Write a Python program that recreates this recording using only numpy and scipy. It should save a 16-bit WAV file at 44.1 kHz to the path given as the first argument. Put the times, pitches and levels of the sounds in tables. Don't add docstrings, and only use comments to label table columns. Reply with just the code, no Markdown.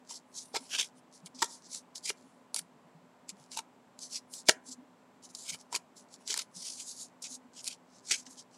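import sys
import numpy as np
from scipy import signal
from scipy.fft import rfft, irfft, next_fast_len
from scipy.io import wavfile
from scipy.ndimage import uniform_filter1d, map_coordinates

SR = 44100
rng = np.random.default_rng(int(sys.argv[2]) if len(sys.argv) > 2 else 0)


def generate_wav(signal):
    frames = np.transpose(np.atleast_2d(signal))
    scaled = np.clip(frames, -1, 1) * 32767
    pcm = np.round(scaled).astype(np.int16)
    wavfile.write(sys.argv[1], SR, pcm)


N = 377937

# fastest moment, rise time and fall time in seconds,
# hiss in dB, rasp in dB, fizz in dB compared with the hiss, pitch in Hz of the hollow under the fingers.
PULLS = [(0.102, 0.012, 0.07, -42.5, -54, -11.5, 5200.0), (0.166, 0.083, 0.019, -46.5, -70.0, -15, 5310),
         (0.379, 0.04, 0.066, -42, -63.5, -12.0, 5920), (0.445, 0.13, 0.086, -71, -71, 12, 6430),
         (0.561, 0.024, 0.029, -38, -39.5, -17, 4806), (0.635, 0.079, 0.17, -59, -68, -6, 4535),
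         (0.749, 0.051, 0.031, -37, -35, -9, 4710), (0.8, 0.044, 0.058, -33.5, -33, -11.5, 5800),
         (0.982, 0.033, 0.023, -69, -75, 1, 6024), (1.147, 0.029, 0.062, -60, -78, -7, 6006),
         (1.273, 0.023, 0.0087, -55, -53.5, -2, 6700.0), (1.352, 0.0079, 0.04, -51, -80, -37, 5154),
         (1.395, 0.01, 0.022, -42, -60, -30, 5636), (1.436, 0.0537, 0.043, -40, -47.5, -14.5, 5705),
         (1.521, 0.061, 0.079, -50, -77.5, -8, 7520), (1.665, 0.043, 0.02, -53.5, -82.0, -25, 5185),
         (1.752, 0.056, 0.047, -40.5, -58, -10, 6200), (1.958, 0.0085, 0.036, -41, -65.5, -10.5, 4900.0),
         (2.059, 0.024, 0.049, -38, -50, -11, 5000), (2.091, 0.049, 0.028, -37.5, -42.5, -8.5, 4610),
         (2.176, 0.026, 0.244, -76.5, -77, 2.5, 7480), (2.572, 0.024, 0.035, -39, -47, -3.0, 5540),
         (3.296, 0.014, 0.02, -43, -51.5, -14, 7010), (3.407, 0.047, 0.081, -66, -76, -5.5, 5410),
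         (3.537, 0.027, 0.021, -41.5, -50, -12, 4850), (3.589, 0.042, 0.021, -41, -45, -10.5, 6900.0),
         (4.032, 0.035, 0.05, -42.5, -66, -13.5, 6006), (4.163, 0.06, 0.029, -37, -48, -11.5, 4860),
         (4.356, 0.045, 0.027, -49.5, -69.5, 2.5, 5360), (4.39, 0.053, 0.032, -46, -75, -9, 7430),
         (4.491, 0.023, 0.036, -32.5, -36.5, -12.5, 6480), (4.692, 0.04, 0.016, -47.5, -78.0, -10, 7690),
         (4.721, 0.017, 0.024, -40.5, -74, -15.5, 7800.0), (5.245, 0.017, 0.037, -51.5, -67, -9, 6700.0),
         (5.303, 0.013, 0.019, -56.5, -80, -6.5, 6080), (5.393, 0.055, 0.18, -50, -71.0, -8, 7050),
         (5.503, 0.064, 0.033, -42, -47.5, -7, 7080), (5.543, 0.071, 0.023, -49, -48, -3.5, 4545),
         (5.609, 0.025, 0.026, -57, -86, -16, 5760), (5.758, 0.033, 0.019, -32.5, -38.5, -12, 4570),
         (5.974, 0.016, 0.057, -55, -68, -4.5, 7180), (6.141, 0.044, 0.029, -55.5, -71, -11, 5320),
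         (6.215, 0.034, 0.068, -70, -73, -4, 5300), (6.31, 0.042, 0.064, -33.5, -43, -18, 5760),
         (6.395, 0.063, 0.041, -41.5, -41, -7, 5420), (6.567, 0.025, 0.032, -44.5, -67, -11.5, 5840),
         (6.67, 0.098, 0.081, -41, -54.5, -8.5, 5433), (6.735, 0.047, 0.06, -48, -75, -9, 5630),
         (6.81, 0.072, 0.042, -43.5, -60.5, -9, 6766), (6.893, 0.055, 0.06, -44, -76, -6, 6970),
         (7.015, 0.077, 0.053, -43.5, -82, -8, 7020), (7.223, 0.0032, 0.036, -44.5, -68.5, -4, 5910),
         (7.25, 0.025, 0.041, -39.5, -49, -16, 5850), (7.349, 0.083, 0.022, -43.5, -71, -7.5, 7540),
         (7.602, 0.057, 0.02, -46, -55, -15.5, 7270), (7.679, 0.047, 0.024, -41.5, -51, -4.5, 4400.0),
         (7.721, 0.05, 0.03, -45, -53, -14, 4410), (7.965, 0.077, 0.046, -61.5, -79, -16.5, 5830),
         (8.098, 0.052, 0.046, -42, -56, -14.5, 7070), (8.121, 0.03, 0.042, -27.5, -32.5, -19, 6560),
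         (8.179, 0.041, 0.057, -47.5, -58, -13, 7220), (8.268, 0.011, 0.023, -50.5, -59, -20, 6060),
         (8.312, 0.023, 0.048, -54.5, -88, -5.5, 6720), (8.392, 0.03, 0.036, -47.5, -62, -19, 5400.0),
         (8.546, 0.034, 0.061, -62, -74.5, -16, 5200)]
# start in seconds, level in dB, then the shares in dB of
# the teeth's crack, the card's knock and the fizz, and last the length of the slip in seconds.
SNAPS = [(.094, -40, -23, -16, -15, .01), (.548, -25, -5, -5.5, -31, 0.011),
         (0.5588, -25, -25, -13, -16, .008), (0.5646, -23.5, -11, -0.5, -33, 0.023),
         (.7384, -27, -10, -16, -22, 0.0084), (.786, -18, -9.5, -17, -26, 0.021),
         (0.8027, -14, -14, -29, -27, .01), (1.177, -44, -26, -20, -28, .009),
         (1.26, -29.5, -27, -31, -5, 0.039), (1.4194, -17, -18, -2.5, -23.5, 0.017),
         (1.424, -9.5, -7, -34, -28, 0.008), (1.4278, -11, -8, -10, -27, 0.0067),
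         (1.4426, -21.5, -20, -10, -2, 0.014), (1.7477, -25.5, -21, -25, -7, 0.0069),
         (1.957, -26, -22, -39, -29, 0.0089), (1.98, -29, -28, -29, -29, 0.0098),
         (2.101, -20, -1.5, -11, -13, .018), (2.544, -16, -43, -21.5, 0.5, 0.016),
         (2.5621, -20.5, -15, -18, 6, .007), (2.591, -24, -10, -29, 7, .016),
         (3.292, -23, -25, -33, -9, 0.016), (3.517, -29, -19, -24, -18, 0.012),
         (3.5729, -20, -26, -17, -2.5, 0.015), (3.5892, -22.5, -18, -14, -10, 0.014),
         (3.99, -29, -35, -23, -28, 0.014), (4.337, -24, -33, -46, -7, 0.022),
         (4.4865, -2, -12, -17, -21, 0.02), (4.4934, 1.5, -5.5, -17.5, -14.5, .01),
         (5.3495, -21, -40, -28, -26, 0.03), (5.545, -31.5, -8, -11.5, -15, .009),
         (5.611, -37.5, -36, -35, -8, 0.013), (5.7268, -22.5, -17, -16, -16, 0.014),
         (5.7439, -23.5, -10, -32, -15, .009), (5.7603, -14.5, -18, -15.5, -10, .012),
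         (6.14, -31.5, -29, -37, -25.5, .02), (6.2765, -18.5, -32, -43, -38, 0.0098),
         (6.307, -15, -25, -33, -35, .008), (6.3158, -22.5, -20, -16, -29, .009),
         (6.341, -14.5, -12, -20, -11, .009), (6.3631, -28, -8, -10.5, -13, 0.0081),
         (6.375, -18.5, -14, -19, 2, 0.016), (6.392, -19.5, -16, -19.5, -6.5, 0.014),
         (7.643, -27.5, -32, -38, -1.5, .012), (7.6766, -15, -33, -50, -10, 0.019),
         (8.12, -7.5, -17.5, -33, -20, 0.027), (8.266, -37.5, -6, -20, -27, 0.02)]
# start in seconds, pitch in Hz, level in dB.
TWANGS = [(.108, 936, -42), (.54, 432, -37.5), (.543, 805, -32.5), (.557, 892, -29.5), (1.423, 368, -32.5),
          (1.425, 942, -22), (2.102, 407, -37), (3.571, 894, -33.5), (3.59, 930, -33), (4.489, 465, -17.5),
          (4.4885, 637, -17), (4.491, 1884, -28.5), (5.726, 930, -32.5), (5.743, 400, -44),
          (5.744, 980, -32.5), (6.3, 430, -43), (8.11, 380, -43.5)]
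# start in seconds, level in dB, pitch in Hz.
BUMPS = [(.599, -46, 255.5), (1.224, -46, 176.7), (1.339, -46.5, 253), (2.231, -50, 256.5),
         (2.599, -56, 167), (2.61, -70, 104), (2.731, -61, 151), (2.838, -58, 170), (2.941, -49.5, 166.4),
         (3.021, -55, 177), (3.318, -50, 196), (3.391, -55.5, 147), (4.558, -55, 265), (4.68, -46, 258.5),
         (4.775, -45.5, 251), (4.809, -53.5, 287), (5.51, -51, 171), (5.515, -57, 100), (6.553, -48, 181),
         (7.3, -51, 255), (7.364, -53, 255), (7.44, -48, 251), (8.1, -54, 263), (8.259, -47, 257)]
# pitch in Hz, width of the peak in Hz, level in dB.
DISC_MODES = [(190, 179, -33), (430, 64, 0.5), (624, 41, -2), (930, 110, 6.5), (1335, 50, 3)]
TEETH_MODES = [(1390, 490, -11), (1800, 320, 1), (2355, 180, -3.5), (2774, 150, -0.5), (3144, 500, -8)]
# frequency in Hz, level in dB.
TICK_SPECTRUM = [(300, -48.5), (1500, -37), (3200, -5), (4600, 7.5), (6000, 1.5), (7500, 8), (8700, -9),
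                 (10500, -12), (13000, -20.5), (16000, -42), (18000, -72.5)]
HISS_SPECTRUM = [(1000, -53), (2500, -33), (3200, -15), (4000, -2.5), (5300, 1.5), (7700, 0), (8600, -8.5),
                 (10000, -21.5), (12000, -33), (16000, -56)]
RASP_SPECTRUM = [(100, -55.5), (400, -18.5), (850, -13.5), (1150, -23.5), (1600, -7.5), (2250, -1),
                 (2800, -0.5), (3400, -2), (4500, -6), (6500, -6.5), (10000, -24.5), (13500, -30.5),
                 (16000, -51.5)]
FIZZ_SPECTRUM = [(6000, -24.5), (8500, -1.5), (10000, 3), (10900, -6), (11800, -12), (13500, -24),
                 (15000, -35), (16000, -48.5), (18000, -72)]
FAN_SPECTRUM = [(20, -35.5), (60, -18.5), (100, -17), (166, -13.5), (240, -7), (320, -13), (950, -13),
                (1300, -20), (2500, -27.5), (4700, -34.5), (7000, -37), (8600, -41.5), (10500, -43.5),
                (13000, -47.5), (16000, -50)]
# pitch in Hz, level in dB.
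FAN_TONES = [(177.6, -76.5), (253, -69.5), (597.5, -79.5), (1012, -79)]
# frequency in Hz, seconds it takes to fade by 60 dB.
ROOM_DECAY = [(200, 0.17), (1000, 0.37), (4000, 0.1), (8000, 0.16), (14000, .1)]

SWELL_DB, SWELL_CURVE = 18, 1.8
RASP_GROWS, FIZZ_GROWS = 1.37, 0.85
FIRM_DB, DEEP_HZ = -58, 2600
TWANG_FADE_S, TWANG_ATTACK_S = 0.053, 0.00045
MIC_TOP_HZ = 15800


def yarn_pulls():
    hiss_gain, rasp_gain, fizz_gain = pull_swells()
    pressure = rasp_gain / (rasp_gain + amp(FIRM_DB))
    fine = fibre_slips(per_second=24000, spread_db=4.0)
    coarse = fibre_slips(per_second=3000, spread_db=4.5)
    hiss = amp(-1.5) * finger_hollow(coloured(fine, HISS_SPECTRUM), depth_db=3.0, hollow_db=4.5)
    scrape = unit(coloured(coarse, RASP_SPECTRUM))
    teeth = amp(-13.0) * unit(resonate(coarse, TEETH_MODES))
    rasp = amp(2.5) * finger_hollow(scrape + teeth, depth_db=6)
    deep = filtered(rasp, lambda hz: 1 / (1 + (hz / DEEP_HZ) ** 10))
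    rasp = rasp - (1 - pressure) * deep
    fizz = amp(-1.0) * finger_hollow(coloured(fine, FIZZ_SPECTRUM), depth_db=5.5)
    grip_db = (0.8 + 3.3 * pressure) * wobble(170) - pressure
    sliding = amp(grip_db) * (hiss_gain * hiss + rasp_gain * rasp + fizz_gain * fizz)
    strays = unit(coloured(fibre_slips(per_second=33, spread_db=1.0), TICK_SPECTRUM))
    return sliding + np.minimum(hiss_gain, amp(-70)) * strays


def pull_swells():
    power = np.zeros((3, N))
    for peak_s, rise, fall, hiss_db, rasp_db, fizz_db, _ in PULLS:
        span = np.arange(max(0, int((peak_s - 2 * rise) * SR)), min(N, int((peak_s + 2 * fall) * SR)))
        age = span / SR - peak_s
        speed_db = -SWELL_DB * np.abs(age / np.where(age < 0, rise, fall)) ** SWELL_CURVE
        levels_db = [hiss_db + speed_db,
                     rasp_db + RASP_GROWS * speed_db,
                     hiss_db + fizz_db + FIZZ_GROWS * speed_db]
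        power[:, span] += amp(levels_db) ** 2
    return np.sqrt(power)


def fibre_slips(per_second, spread_db):
    slips = rng.random(N) < per_second / SR
    signs = rng.choice([-1, 1], N)
    sizes = amp(spread_db * np.clip(rng.standard_normal(N), -2, 2))
    return unit(slips * signs * sizes)


def finger_hollow(x, depth_db, hollow_db=0):
    hz, t, spectrum = signal.stft(x, SR, nperseg=512)
    ripples = rng.standard_normal(spectrum.shape)
    for _ in range(2):
        ripples = uniform_filter1d(uniform_filter1d(ripples, size=4, axis=0), size=10, axis=1)
    moments, *_, hollow_hz = np.transpose(PULLS)
    centre_hz = np.interp(t, moments, hollow_hz)
    peak = 1 / (1 + ((hz[:, None] - centre_hz) / 600) ** 2)
    gain = amp(depth_db * np.tanh(unit(ripples)) + hollow_db * peak)
    return unit(signal.istft(spectrum * gain, nperseg=512)[1][:N])


def yarn_snaps():
    out, t = np.zeros(N), np.arange(SR // 12) / SR
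    settling = 0.06 * amp(-60 * t / 0.048)
    for start, db, crack_db, knock_db, fizz_db, length in SNAPS:
        fibres = rng.standard_normal(len(t)) * (amp(-60 * t / length) + settling)
        release = 6 * amp(0.098 * db) * (t == 0)
        blow = np.pad(release + fibres, (SR // 2000, 0))
        tick = with_energy(coloured(blow, TICK_SPECTRUM), 6.26)
        fizz = with_energy(coloured(blow, FIZZ_SPECTRUM), fizz_db + 5)
        crack = with_energy(resonate(blow, TEETH_MODES), crack_db + 9.5)
        knock = with_energy(resonate(blow, DISC_MODES), knock_db + 13.0)
        add(out, start, amp(db) * (tick + fizz + crack + knock))
    return out


def yarn_twangs():
    out, t = np.zeros(N), np.arange(SR // 6) / SR
    for start, hz, db in TWANGS:
        envelope = amp(-60 * t / TWANG_FADE_S) * (1 - np.exp(-t / TWANG_ATTACK_S))
        phase_drift = 0.04 * np.cumsum(rng.standard_normal(len(t)))
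        add(out, start, amp(db) * envelope * np.sin(2 * np.pi * hz * t + phase_drift))
    return out


def finger_bumps():
    out, t = np.zeros(N), np.arange(SR // 4) / SR
    age = t / 0.017
    swell = (age * np.exp(1 - age)) ** 2
    for start, db, hz in BUMPS:
        add(out, start, amp(db - 3.5) * swell * np.sin(2 * np.pi * hz * t))
    return out


def room_echo(x):
    hz, t, noise = signal.stft(rng.standard_normal(SR // 3), SR, nperseg=256)
    fade = amp(-60 * t / value_at(ROOM_DECAY, hz)[:, None])
    tail = signal.istft(noise * fade, SR, nperseg=256)[1]
    delay = np.zeros(round(0.0023 * SR))
    return signal.fftconvolve(x, np.concatenate([delay, with_energy(tail, 0)]))[:N]


def fan():
    t = np.arange(N) / SR
    rush = amp(-63.0) * unit(coloured(rng.standard_normal(N), FAN_SPECTRUM))
    hum = np.zeros(N)
    for hz, db in FAN_TONES:
        gain = np.sqrt(2) * amp(db + 1.5 * wobble(5))
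        hum += gain * np.sin(2 * np.pi * hz * t + 0.22 * wobble(4.6))
    high_hiss = amp(-85) * unit(resonate(rng.standard_normal(N), [(7600, 600, 0)]))
    return rush + hum + high_hiss


def amp(db):
    return 10 ** (np.asarray(db) / 20)


def unit(x):
    return x / np.sqrt(np.mean(x ** 2) + 1e-20)


def with_energy(x, db):
    return amp(db) * x / np.linalg.norm(x)


def value_at(points, hz):
    row_hz, values = np.transpose(points)
    return np.interp(np.log(hz + 1), np.log(row_hz + 1), values)


def wobble(rate):
    return map_coordinates(rng.standard_normal(int(N * rate / SR) + 4), [np.arange(N) * rate / SR])


def filtered(x, response):
    size = next_fast_len(len(x) + SR // 4)
    return irfft(rfft(x, size) * response(np.fft.rfftfreq(size, 1 / SR)), size)[:len(x)]


def coloured(x, spectrum):
    return filtered(x, lambda hz: amp(value_at(spectrum, hz)))


def resonate(x, modes):
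    def response(hz):
        return sum((-1) ** k * amp(db) * 1j * hz * width / (pitch ** 2 - hz ** 2 + 1j * hz * width)
                   for k, (pitch, width, db) in enumerate(modes))
    return filtered(x, response)


def add(track, start, sound):
    part = track[round(start * SR):][:len(sound)]
    part += sound[:len(part)]


def scene():
    wheel = yarn_pulls() + yarn_snaps() + yarn_twangs() + finger_bumps()
    return (wheel + amp(-22.5) * room_echo(wheel) + fan())[None]


def record(dry):
    bass_cut = signal.butter(N=4, Wn=100, btype="high", fs=SR, output="sos")
    clipped = np.clip(signal.sosfilt(bass_cut, dry[0]), -1, 1)
    return filtered(clipped, lambda hz: hz < MIC_TOP_HZ)[None]


dry = scene()
out = record(dry)
generate_wav(out)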